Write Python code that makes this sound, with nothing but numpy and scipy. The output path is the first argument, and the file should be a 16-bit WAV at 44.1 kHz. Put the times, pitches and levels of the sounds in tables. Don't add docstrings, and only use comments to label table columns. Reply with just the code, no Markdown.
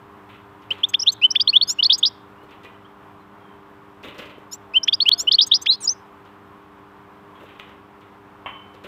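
import sys
import numpy as np
from scipy import signal
from scipy.fft import rfft, irfft, next_fast_len
from scipy.io import wavfile
from scipy.ndimage import uniform_filter1d

SR = 44100
rng = np.random.default_rng(int(sys.argv[2]) if len(sys.argv) > 2 else 0)


def int16_out(signal):
    q = np.round(np.clip(np.atleast_2d(signal).T, -1, 1) * 32767)
    wavfile.write(sys.argv[1], SR, q.astype(np.int16))


def voltage_ratio(level):
    return 10 ** (np.asarray(level, float) / 20)


N = 391166

# after its start [t/s],
# pitch [f/Hz], loudness [level/dB]
CHIP = [
    [(0, 2677, -35.5), (.0044, 3120, -10.5), (.0094, 3432, -5), (.0135, 3540, -10.5), (.017, 3600, -11),
     (.0204, 3650, -16.5), (.0244, 3800, -39)],
]
BLIP = [
    [(0, 3250, -48), (.0045, 3270, -24), (.0095, 3520, -44)],
]
WHIP = [
    [(0, 1450, -38), (.004, 1900, -28), (.0084, 3000, -10), (.0118, 3330, -5.5), (.016, 3560, -9.5),
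     (.021, 3600, -17), (.026, 3580, -45)],
]
PEEP = [
    [(0, 4700, -42), (.0055, 5220, -16), (.012, 5600, -14.5), (.021, 6200, -45)],
]
THIN = [
    [(0, 6200, -50), (.01, 6400, -27), (.024, 6800, -48)],
    [(0, 6900, -46), (.009, 7800, -30), (.022, 8850, -50)],
]
SWELL = [
    [(-.001, 2394, -33), (.01, 2610, -17), (.017, 2760, -14.5), (.0285, 3000, -4.5), (.036, 3056, -3),
     (.046, 3050, -10), (.0519, 3100, -30)],
]
DOUBLE = [
    [(0, 3160, -38.5), (.004, 3200, -17), (.009, 3460, -8), (.016, 3950, -24)],
    [(.0035, 4300, -41), (.009, 4500, -23), (.0194, 4830, -9), (.025, 5000, -17), (.034, 5750, -45)],
]
HOOK = [
    [(0, 2880, -42), (.0052, 3400, -3), (.008, 3900, -14), (.0115, 4220, -18), (.016, 4330, -11),
     (.023, 4400, -7), (.028, 4450, -12), (.031, 4650, -25), (.038, 5050, -36)],
]
CLIMB = [
    [(-.001, 2430, -32), (.0115, 2900, -11.5), (.016, 2940, -12), (.0235, 2980, -20), (.0329, 3250, -4),
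     (.0375, 3460, -.5), (.043, 3570, -3), (.0465, 3650, -14), (.0534, 3830, -28)],
]
DRAWL = [
    [(0, 4870, -44), (.021, 5150, -22), (.031, 5480, -17.5), (.044, 5800, -29), (.062, 6100, -51)],
    [(.002, 6250, -46), (.017, 6650, -28), (.028, 6830, -19), (.037, 6950, -19), (.047, 7200, -30),
     (.064, 7600, -40)],
]
FLAT = [
    [(-.001, 2680, -38), (.008, 2880, -10.5), (.014, 2975, -8), (.021, 3050, -13), (.024, 3050, -38)],
]
TWO_STEP = [
    [(0, 2950, -38), (.0063, 3450, -4.5), (.0085, 4150, -14), (.0108, 4400, -8), (.0132, 4700, -15),
     (.016, 4950, -11), (.0205, 5250, -19), (.027, 5600, -38)],
    [(.0205, 3400, -36), (.0248, 3500, -10.5), (.0275, 3950, -16), (.03, 4120, -10.5), (.034, 4250, -9),
     (.0395, 4400, -7), (.044, 4600, -14), (.0504, 5000, -36)],
]
FORK = [
    [(.0005, 2860, -34), (.006, 3260, -6.5), (.0098, 3570, -3), (.0165, 3850, -12), (.0243, 3870, -24)],
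    [(.0225, 3100, -30), (.0268, 3400, -4), (.029, 4000, -12.5), (.0305, 4300, -8), (.032, 4550, -11),
     (.0355, 4950, -8.5), (.046, 5450, -17), (.062, 5850, -36)],
    [(.033, 3700, -30), (.038, 4200, -24), (.041, 4650, -17.5), (.047, 4820, -15.5), (.068, 5050, -43)],
]
FALL = [
    [(0, 9350, -36), (.012, 8950, -33), (.032, 7600, -30), (.046, 6900, -23), (.0533, 6790, -19.5),
     (.063, 7050, -42)],
    [(.0007, 6800, -44), (.0234, 5900, -41.5), (.033, 5680, -35), (.0457, 5600, -29.5), (.0527, 5500, -45)],
]
CLOSE = [
    [(0, 4720, -39), (.005, 4900, -17), (.0098, 5080, -6.5), (.0148, 5280, -21), (.018, 5400, -30)],
    [(.0165, 3500, -36), (.019, 4600, -26), (.0225, 5440, -8), (.027, 5850, -12), (.03, 6020, -18.5),
     (.0374, 6140, -18), (.0649, 6320, -38)],
]
TWIN = [
    [(0, 6150, -44), (.009, 6380, -33), (.02, 6750, -46)],
    [(0, 7250, -44), (.009, 7650, -36), (.019, 8150, -44)],
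]
FLICK = [
    [(0, 3250, -42), (.004, 3200, -26), (.0068, 3600, -30), (.011, 5000, -43)],
]
UNDER = [
    [(-.001, 2400, -38), (.008, 2850, -28), (.013, 2980, -21), (.018, 3250, -22), (.0235, 3200, -32)],
]


def evened(x):
    return x / np.sqrt(np.mean(x ** 2) + 1e-20)


def coloured(x, points):
    hz, db = np.transpose(points)
    size = next_fast_len(len(x))
    bins = np.fft.rfftfreq(size, 1 / SR)
    gain = voltage_ratio(np.interp(np.log(bins + 1), np.log(hz), db))
    return irfft(rfft(x, size) * gain, size)[:len(x)]


def add(mix, s, sound):
    part = mix[round(s * SR):][:len(sound)]
    part += sound[:len(part)]


def smooth_columns(rows):
    s, hz, db, *rest = np.transpose(rows)
    t = np.arange(s[0], s[-1], 1 / SR)
    columns = [hz, voltage_ratio(db / 2), *rest]
    hz, root, *rest = (uniform_filter1d(np.interp(t, s, c), size=70, mode="nearest") for c in columns)
    return hz, 2 * 20 * np.log10(root), *rest


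def membrane(hz, db):
    ends = signal.windows.tukey(len(hz), min(1, 130 / len(hz)))
    return voltage_ratio(db) * ends * np.exp(2j * np.pi * np.cumsum(hz) / SR)


def finch():
    arrow, power = sung_voices()
    shape = arrow / np.sqrt(power)
    beat = abs(shape) ** 2 - 1
    flutter = evened(signal.lfilter(*signal.butter(2, 1500, fs=SR), rng.standard_normal(N)))
    duet = uniform_filter1d(beat ** 2, size=200)
    sharp_beat = beat ** 2 - duet

    apart = uniform_filter1d(coloured(beat, [(400, -30), (1100, 0)]) ** 2, size=200)
    arrow = arrow * np.exp(.3j * apart * evened(uniform_filter1d(flutter, size=40)))
    squeeze = coloured(beat + .5 * sharp_beat, [(250, -22), (550, 0)])
    squeeze = squeeze + voltage_ratio(-27) * (1 + 5 * apart) * flutter

    throat = [(700, -55), (1500, -25), (3500, -7.5), (5500, -14.5), (7500, -30), (10000, -32)]
    breath = voltage_ratio(-34) * power ** 0.09 * rng.standard_normal(N)
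    pressed = np.sqrt(power) * (0.87 * beat + .4 * sharp_beat)
    sides = coloured(arrow.real * squeeze + pressed + breath, throat)

    beak = [(5200, -28), (6100, -39), (8500, -41), (11000, -37), (15000, -41)]
    bend = (1 + 2.5 * duet + 5.5 * apart) * shape + 0.4 * shape ** 2 + .12 * shape ** 3 + .12 * shape ** 4
    overtones = (power + 1e-5) ** -.3 * arrow * bend
    log_power = np.log(uniform_filter1d(power, size=200) + 1e-6)
    swelling = uniform_filter1d(np.gradient(log_power) * SR, size=100)
    richness = .35 + 1.3 * apart + np.clip(swelling / 300, 0, 1.2)
    overtones *= (1 + .12 * flutter) * richness
    bright = coloured(overtones.real + 5 * duet * breath, beak)
    return 1.05 * arrow.real + sides + voltage_ratio(-11.5) * bright


def sung_voices():
    # [t/s], lower pitch [f/Hz], [level/dB], gap up to the other voice [f/Hz],
    # upper voice against the lower [level/dB]
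    duets = [
        [(1.0598, 2580, -41.5, 256.3, -5), (1.068, 2910, -21, 245, -3), (1.077, 3300, -8.5, 190, -1.5),
         (1.084, 3650, -8, 145, 0), (1.092, 4000, -9.5, 100, -5), (1.1, 4340, -17.5, 80, -12),
         (1.108, 4406, -28.5, 61.3, -7)],
        [(5.658, 1386, -46, 50, -41.5), (5.672, 3279, -9.5, 49.14, -41), (5.682, 3620, -26, 49.17, -42),
         (5.701, 3950, -4.5, 200, -36), (5.706, 4140, -8.5, 190, -20), (5.711, 4120, -12.5, 210, -.8),
         (5.7205, 4100, -13.5, 235, -1.5), (5.728, 4050, -17.5, 660, -1.5), (5.76, 4420, -40, 880, -2.5)],
    ]
    voices = [(rows[0][0], membrane(*smooth_columns(rows))) for rows in sung_strokes()]
    for rows in duets:
        hz, db, gap_hz, upper_db = smooth_columns(rows)
        voices.append((rows[0][0], membrane(hz, db)))
        voices.append((rows[0][0], membrane(hz + gap_hz, db + upper_db)))
    arrow, power = np.zeros(N, complex), np.full(N, 1e-12)
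    for s, voice in voices:
        add(arrow, s, voice)
        add(power, s, abs(voice) ** 2)
    return arrow, power


def sung_strokes():
    # syllable, start [t/s], louder by [level/dB], pitch [ratio], length [ratio]
    first_phrase = [ (CHIP, .7044, -6.5, .87, .95), (CHIP, .8317, -.8, 1.001, 1.001),
                    (TWIN, .8865, -.6, 1.001, 1.02), (FLICK, .934, .2, 1.001, 1.001),
                    (WHIP, .935, .2, 1.004, 1.001), (PEEP, .9913, -2.5, 1.005, 1.1),
                    (PEEP, 1.0132, -1.5, .97, 1.35), (BLIP, 1.031, -5.5, .91, 1.15),
                    (TWIN, 1.1185, 3.5, .965, 1.1), (SWELL, 1.2153, .2, .999, 1.001),
                    (PEEP, 1.3031, 1.2, .995, 1.01), (BLIP, 1.316, -9.5, 1.55, 1.25),
                    (FLICK, 1.349, -5.5, .98, .9), (WHIP, 1.35, -.2, .99, 1.02),
                    (DOUBLE, 1.3954, .2, .999, 1.02), (HOOK, 1.4729, .6, .99, 1.02),
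                    (CLIMB, 1.5293, .2, 1.001, 1.001), (HOOK, 1.6102, -.6, 1.005, .92),
                    (DRAWL, 1.672, 1.2, .995, 1.03), (FLAT, 1.7857, -1.8, .995, 1.001),
                    (TWO_STEP, 1.8241, .8, 1.002, .995), (UNDER, 1.895, -.2, .995, 1.04),
                    (UNDER, 2.0265, -8.5, .99, .8), (FORK, 1.895, -.2, .995, 1.04),
                    (THIN, 1.978, 1.2, 1.01, 1.001), (FORK, 2.0265, -1.2, .998, .98)]
    second_phrase = [ (DRAWL, 4.511, -11, 1.03, .8), (SWELL, 4.737, -2.2, 1.015, .97),
                     (PEEP, 4.8297, -1.2, 1.01, .9), (BLIP, 4.845, -17.5, 1.58, 1.05),
                     (FLICK, 4.8736, 3.8, 1.005, .9), (WHIP, 4.8758, .2, 1.001, .96),
                     (DOUBLE, 4.9235, .2, 1.008, .97), (HOOK, 5.0009, -1.2, 1.002, 1.03),
                     (CLIMB, 5.0557, .6, .99, .99), (HOOK, 5.1134, .6, .998, .94),
                     (DRAWL, 5.176, -1.2, 1.008, .92), (FLAT, 5.2712, 1.8, 1.012, .99),
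                     (TWO_STEP, 5.3109, 1.4, .998, 1.005), (UNDER, 5.3822, -4.5, .99, .8),
                     (UNDER, 5.5119, -7.5, .99, .8), (FORK, 5.3822, 1.2, .999, 1.03),
                     (THIN, 5.463, -.2, 1.002, 1.02), (FORK, 5.5119, .6, 1.012, .99),
                     (THIN, 5.6142, -1.2, .96, 1.05), (FLICK, 5.6581, 3.8, 1.002, 1.001),
                     (FALL, 5.8043, 0, 1, 1), (CLOSE, 5.8706, 0, 1, 1)]
    strokes = []
    for syllable, s, db, pitch, length in first_phrase + second_phrase:
        for stroke in syllable:
            strokes.append(np.array(stroke) * [length, pitch, 1] + [s, 0, db])
    return strokes


def cage():
    # [t/s], claw tick [level/dB], wire rattle against the tick [level/dB]
    hops = [(0.2894, -62, 18.5), (0.3394, -75, 24), (0.6194, -58.5, 6), (0.7058, -44, 8.5),
            (0.7831, -55, 6.5), (2.4849, -66, 14), (2.5085, -57, 9), (2.6334, -54, 7), (2.6444, -54.5, -5),
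            (4.0302, -48, 10), (4.0397, -50.5, 8), (4.0771, -52.5, 7), (4.1445, -55, 9.5),
            (4.1812, -42.5, 2), (4.1879, -46, 5), (4.2187, -55, 7.5), (4.2557, -50.5, -16),
            (4.2951, -59, 12), (6.2514, -60, 7), (7.35, -70, 19), (7.3964, -68, 20), (7.457, -66, 14),
            (7.4869, -68, 18), (7.5508, -66, 12), (7.5916, -54, 11), (7.69, -59, 9), (8.008, -60, 8),
            (8.742, -54, 3), (8.8382, -47, 10)]
    # [t/s], [level/dB]
    thumps = [
        (2.43, -44),
        (4.046, -39),
        (4.38, -43),
        (5.232, -39),
        (7.405, -42),
        (7.43, -43),
        (8.845, -40),
    ]
    # [f/Hz], [level/dB]
    claw_colour = [(1200, -20.5), (2500, -3.5), (4000, 8), (10000, -12), (15500, -12)]
    wire_colour = [(700, -13), (1200, -3.5), (1800, -6.5), (2020, -2), (2250, -5), (2600, -1), (3700, -8.5),
                   (5000, -34)]
    perch_colour = [(90, -23.5), (150, -12.5), (440, -0.5), (520, -2), (610, -2.5), (900, -39.5)]
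    tick, rattle, thump = np.zeros((3, N))
    t = np.arange(SR // 3) / SR
    thud = voltage_ratio(-60 * t / .16) * np.minimum(t / 0.003, 1)
    for s, db, rattle_db in hops:
        add(tick, s, voltage_ratio(db - 60 * t / 0.051))
        add(rattle, s, voltage_ratio(db + rattle_db - 60 * t / 0.26) * np.minimum(t / 0.0076, 1))
        add(thump, s, voltage_ratio(db + 5.5) * thud)
    for s, db in thumps:
        add(thump, s, voltage_ratio(db) * thud)
    grain_db = 1.9 * np.repeat(rng.exponential(1, N // 40 + 1), 40)[:N]
    grains = rng.standard_normal((3, N)) * voltage_ratio(grain_db)
    parts = zip((tick, rattle, thump), grains, (claw_colour, wire_colour, perch_colour))
    return sum(envelope * evened(coloured(grain, colour)) for envelope, grain, colour in parts)


def knocks():
    wire_modes = [(1233, -8), (1970, 0), (2460, -2.5)]
    landings = [
        (2.652, -36.5),
        (7.604, -41),
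    ]
    out, t = np.zeros(N), np.arange(SR // 5) / SR
    ring = sum(voltage_ratio(db - 60 * t / .13) * np.sin(2 * np.pi * hz * t) for hz, db in wire_modes)
    ring *= np.minimum(t / .005, 1)
    buzz = evened(uniform_filter1d(rng.standard_normal(len(t)), size=150))
    ring *= voltage_ratio(-60 * t / .3) * (1 + .5 * buzz)
    for s, db in landings:
        add(out, s, voltage_ratio(db) * ring)
    return out


def clink():
    dish_modes = [(800, -6, .15), (894, -6, .4), (991, 0, .3), (1078, -2, .45), (1109, 0, .5),
                  (1249, -10, .4), (2083, -7, .25), (2223, -6, .6), (2428, -9, .4), (2627, -10, .4),
                  (2745, -4, .5), (2955, 0, .15), (3022, -5, .5), (3058, 0, .75)]
    start_s, level_db = 8.461, -35.5
    out, t = np.zeros(N), np.arange(SR // 2) / SR
    ring = sum(voltage_ratio(db - 60 * t / t60) * np.sin(2 * np.pi * hz * t) for hz, db, t60 in dish_modes)
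    ring *= 1 + .4 * evened(uniform_filter1d(rng.standard_normal(len(t)), size=500))
    crack = voltage_ratio(13 - 60 * t / 0.3) * rng.standard_normal(len(t))
    add(out, start_s, voltage_ratio(level_db) * (ring + crack))
    return coloured(out, [(400, -12), (750, -4), (3200, -8.5), (4500, -45), (8000, -44)])


def far_birds():
    # [t/s], length [t/s], pitch from [f/Hz], pitch to [f/Hz], [level/dB], trill rate [f/Hz]
    calls = [(2.742, .02, 2800, 3200, -58, 5), (2.846, .022, 2970, 3440, -55.5, 5),
             (3.39, .175, 3300, 3080, -60, 60), (2.355, .095, 2750, 3000, -58, 33),
             (2.425, .025, 4100, 4250, -70, 5), (3.195, .04, 4200, 3950, -71, 5),
             (4.62, .22, 650, 655, -58, .3), (7.348, .05, 3350, 3250, -60, 4),
             (4.335, .05, 3200, 3000, -58, 4), (4.05, .38, 608, 598, -57, .3),
             (5.1, .14, 695, 700, -52, .3), (5.11, .06, 1400, 1500, -55, .3)]
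    out = np.zeros(N)
    for s, length, from_hz, to_hz, db, trill in calls:
        t = np.arange(0, length, 1 / SR)
        tone = membrane(from_hz + (to_hz - from_hz) * t / length, db).real
        add(out, s, tone * np.sin(np.pi * t / length) ** .3 * abs(np.cos(np.pi * trill * t)) ** 4)
    return out


def rumble():
    level_db = np.interp(np.arange(N) / SR, [0, 2.1, 2.8], [-58, -58, -75])
    drone = coloured(rng.standard_normal(N), [(60, -24.5), (95, 9), (122, 8), (150, -36)])
    return voltage_ratio(level_db) * evened(drone)


def air():
    air_colour = [(20, -46), (60, -15), (105, -9.5), (160, -11.5), (580, -16), (1040, -7.5), (2000, -22.5),
                  (3300, -30), (4700, -47), (9000, -45.5), (13000, -46.5)]
    hum_db = [-62, -57, -54.5, -53.5, -70]
    hum_hz, air_db = 99.87, -47
    turns = hum_hz * np.arange(N) / SR
    drift = [evened(uniform_filter1d(v, size=4000)) for v in rng.standard_normal((len(hum_db) + 1, N))]
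    hum = np.zeros(N)
    for k, db in enumerate(hum_db):
        wave = np.cos(2 * np.pi * (k + 1) * turns + 0.62 * drift[k])
        hum += voltage_ratio(db + 2.5 + 0.75 * drift[k]) * wave
    hiss = evened(coloured(rng.standard_normal(N), air_colour))
    return voltage_ratio(air_db + .6 * drift[-1]) * hiss + hum


def room(x):
    fading = [(3000, 0.6), (6000, 0.25), (12000, 0.05)]  # [f/Hz], time to fade by 60 dB [t/s]
    taps = np.zeros(SR // 2)
    at = np.arange(260, len(taps) - 22, 22)
    taps[at + rng.integers(0, 22, len(at))] = rng.choice([-1., 1.], len(at))
    hz, t, z = signal.stft(taps, SR, nperseg=256)
    t60 = np.interp(hz, *np.transpose(fading))[:, None]
    tail = signal.istft(z * voltage_ratio(-60 * t / t60), SR, nperseg=256)[1]
    tail /= np.linalg.norm(tail)
    tail[round(.081 * SR)] += .3
    return signal.fftconvolve(x, tail)[:N]


def scene():
    tray_echoes = [
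        (.0029, -25),
    ]
    lost_s = 5.0918
    bird, far, hops = finch(), clink() + far_birds(), cage() + knocks()
    wet = room(voltage_ratio(-37.5) * bird + voltage_ratio(-9) * far + voltage_ratio(-10.5) * hops)
    bird = bird + sum(voltage_ratio(db) * np.roll(bird, round(s * SR)) for s, db in tray_echoes)
    cut = round(lost_s * SR)
    cut += np.argmin(bird[cut:cut + 14]) + 1
    bird[cut:cut + SR // 50] = 0
    return (bird + wet + voltage_ratio(5) * far + hops + air() + rumble())[None]


def band_limit(x):
    return signal.sosfilt(signal.butter(12, 16290, fs=SR, output="sos"), x)


def record(dry):
    microphone = [(8300, -1), (9600, -7), (11000, -1), (15500, -1), (16000, -25.5)]  # [f/Hz], [level/dB]
    heard = coloured(dry[0], microphone)[None]
    return band_limit(heard)


dry = scene()
out = record(dry)
int16_out(out)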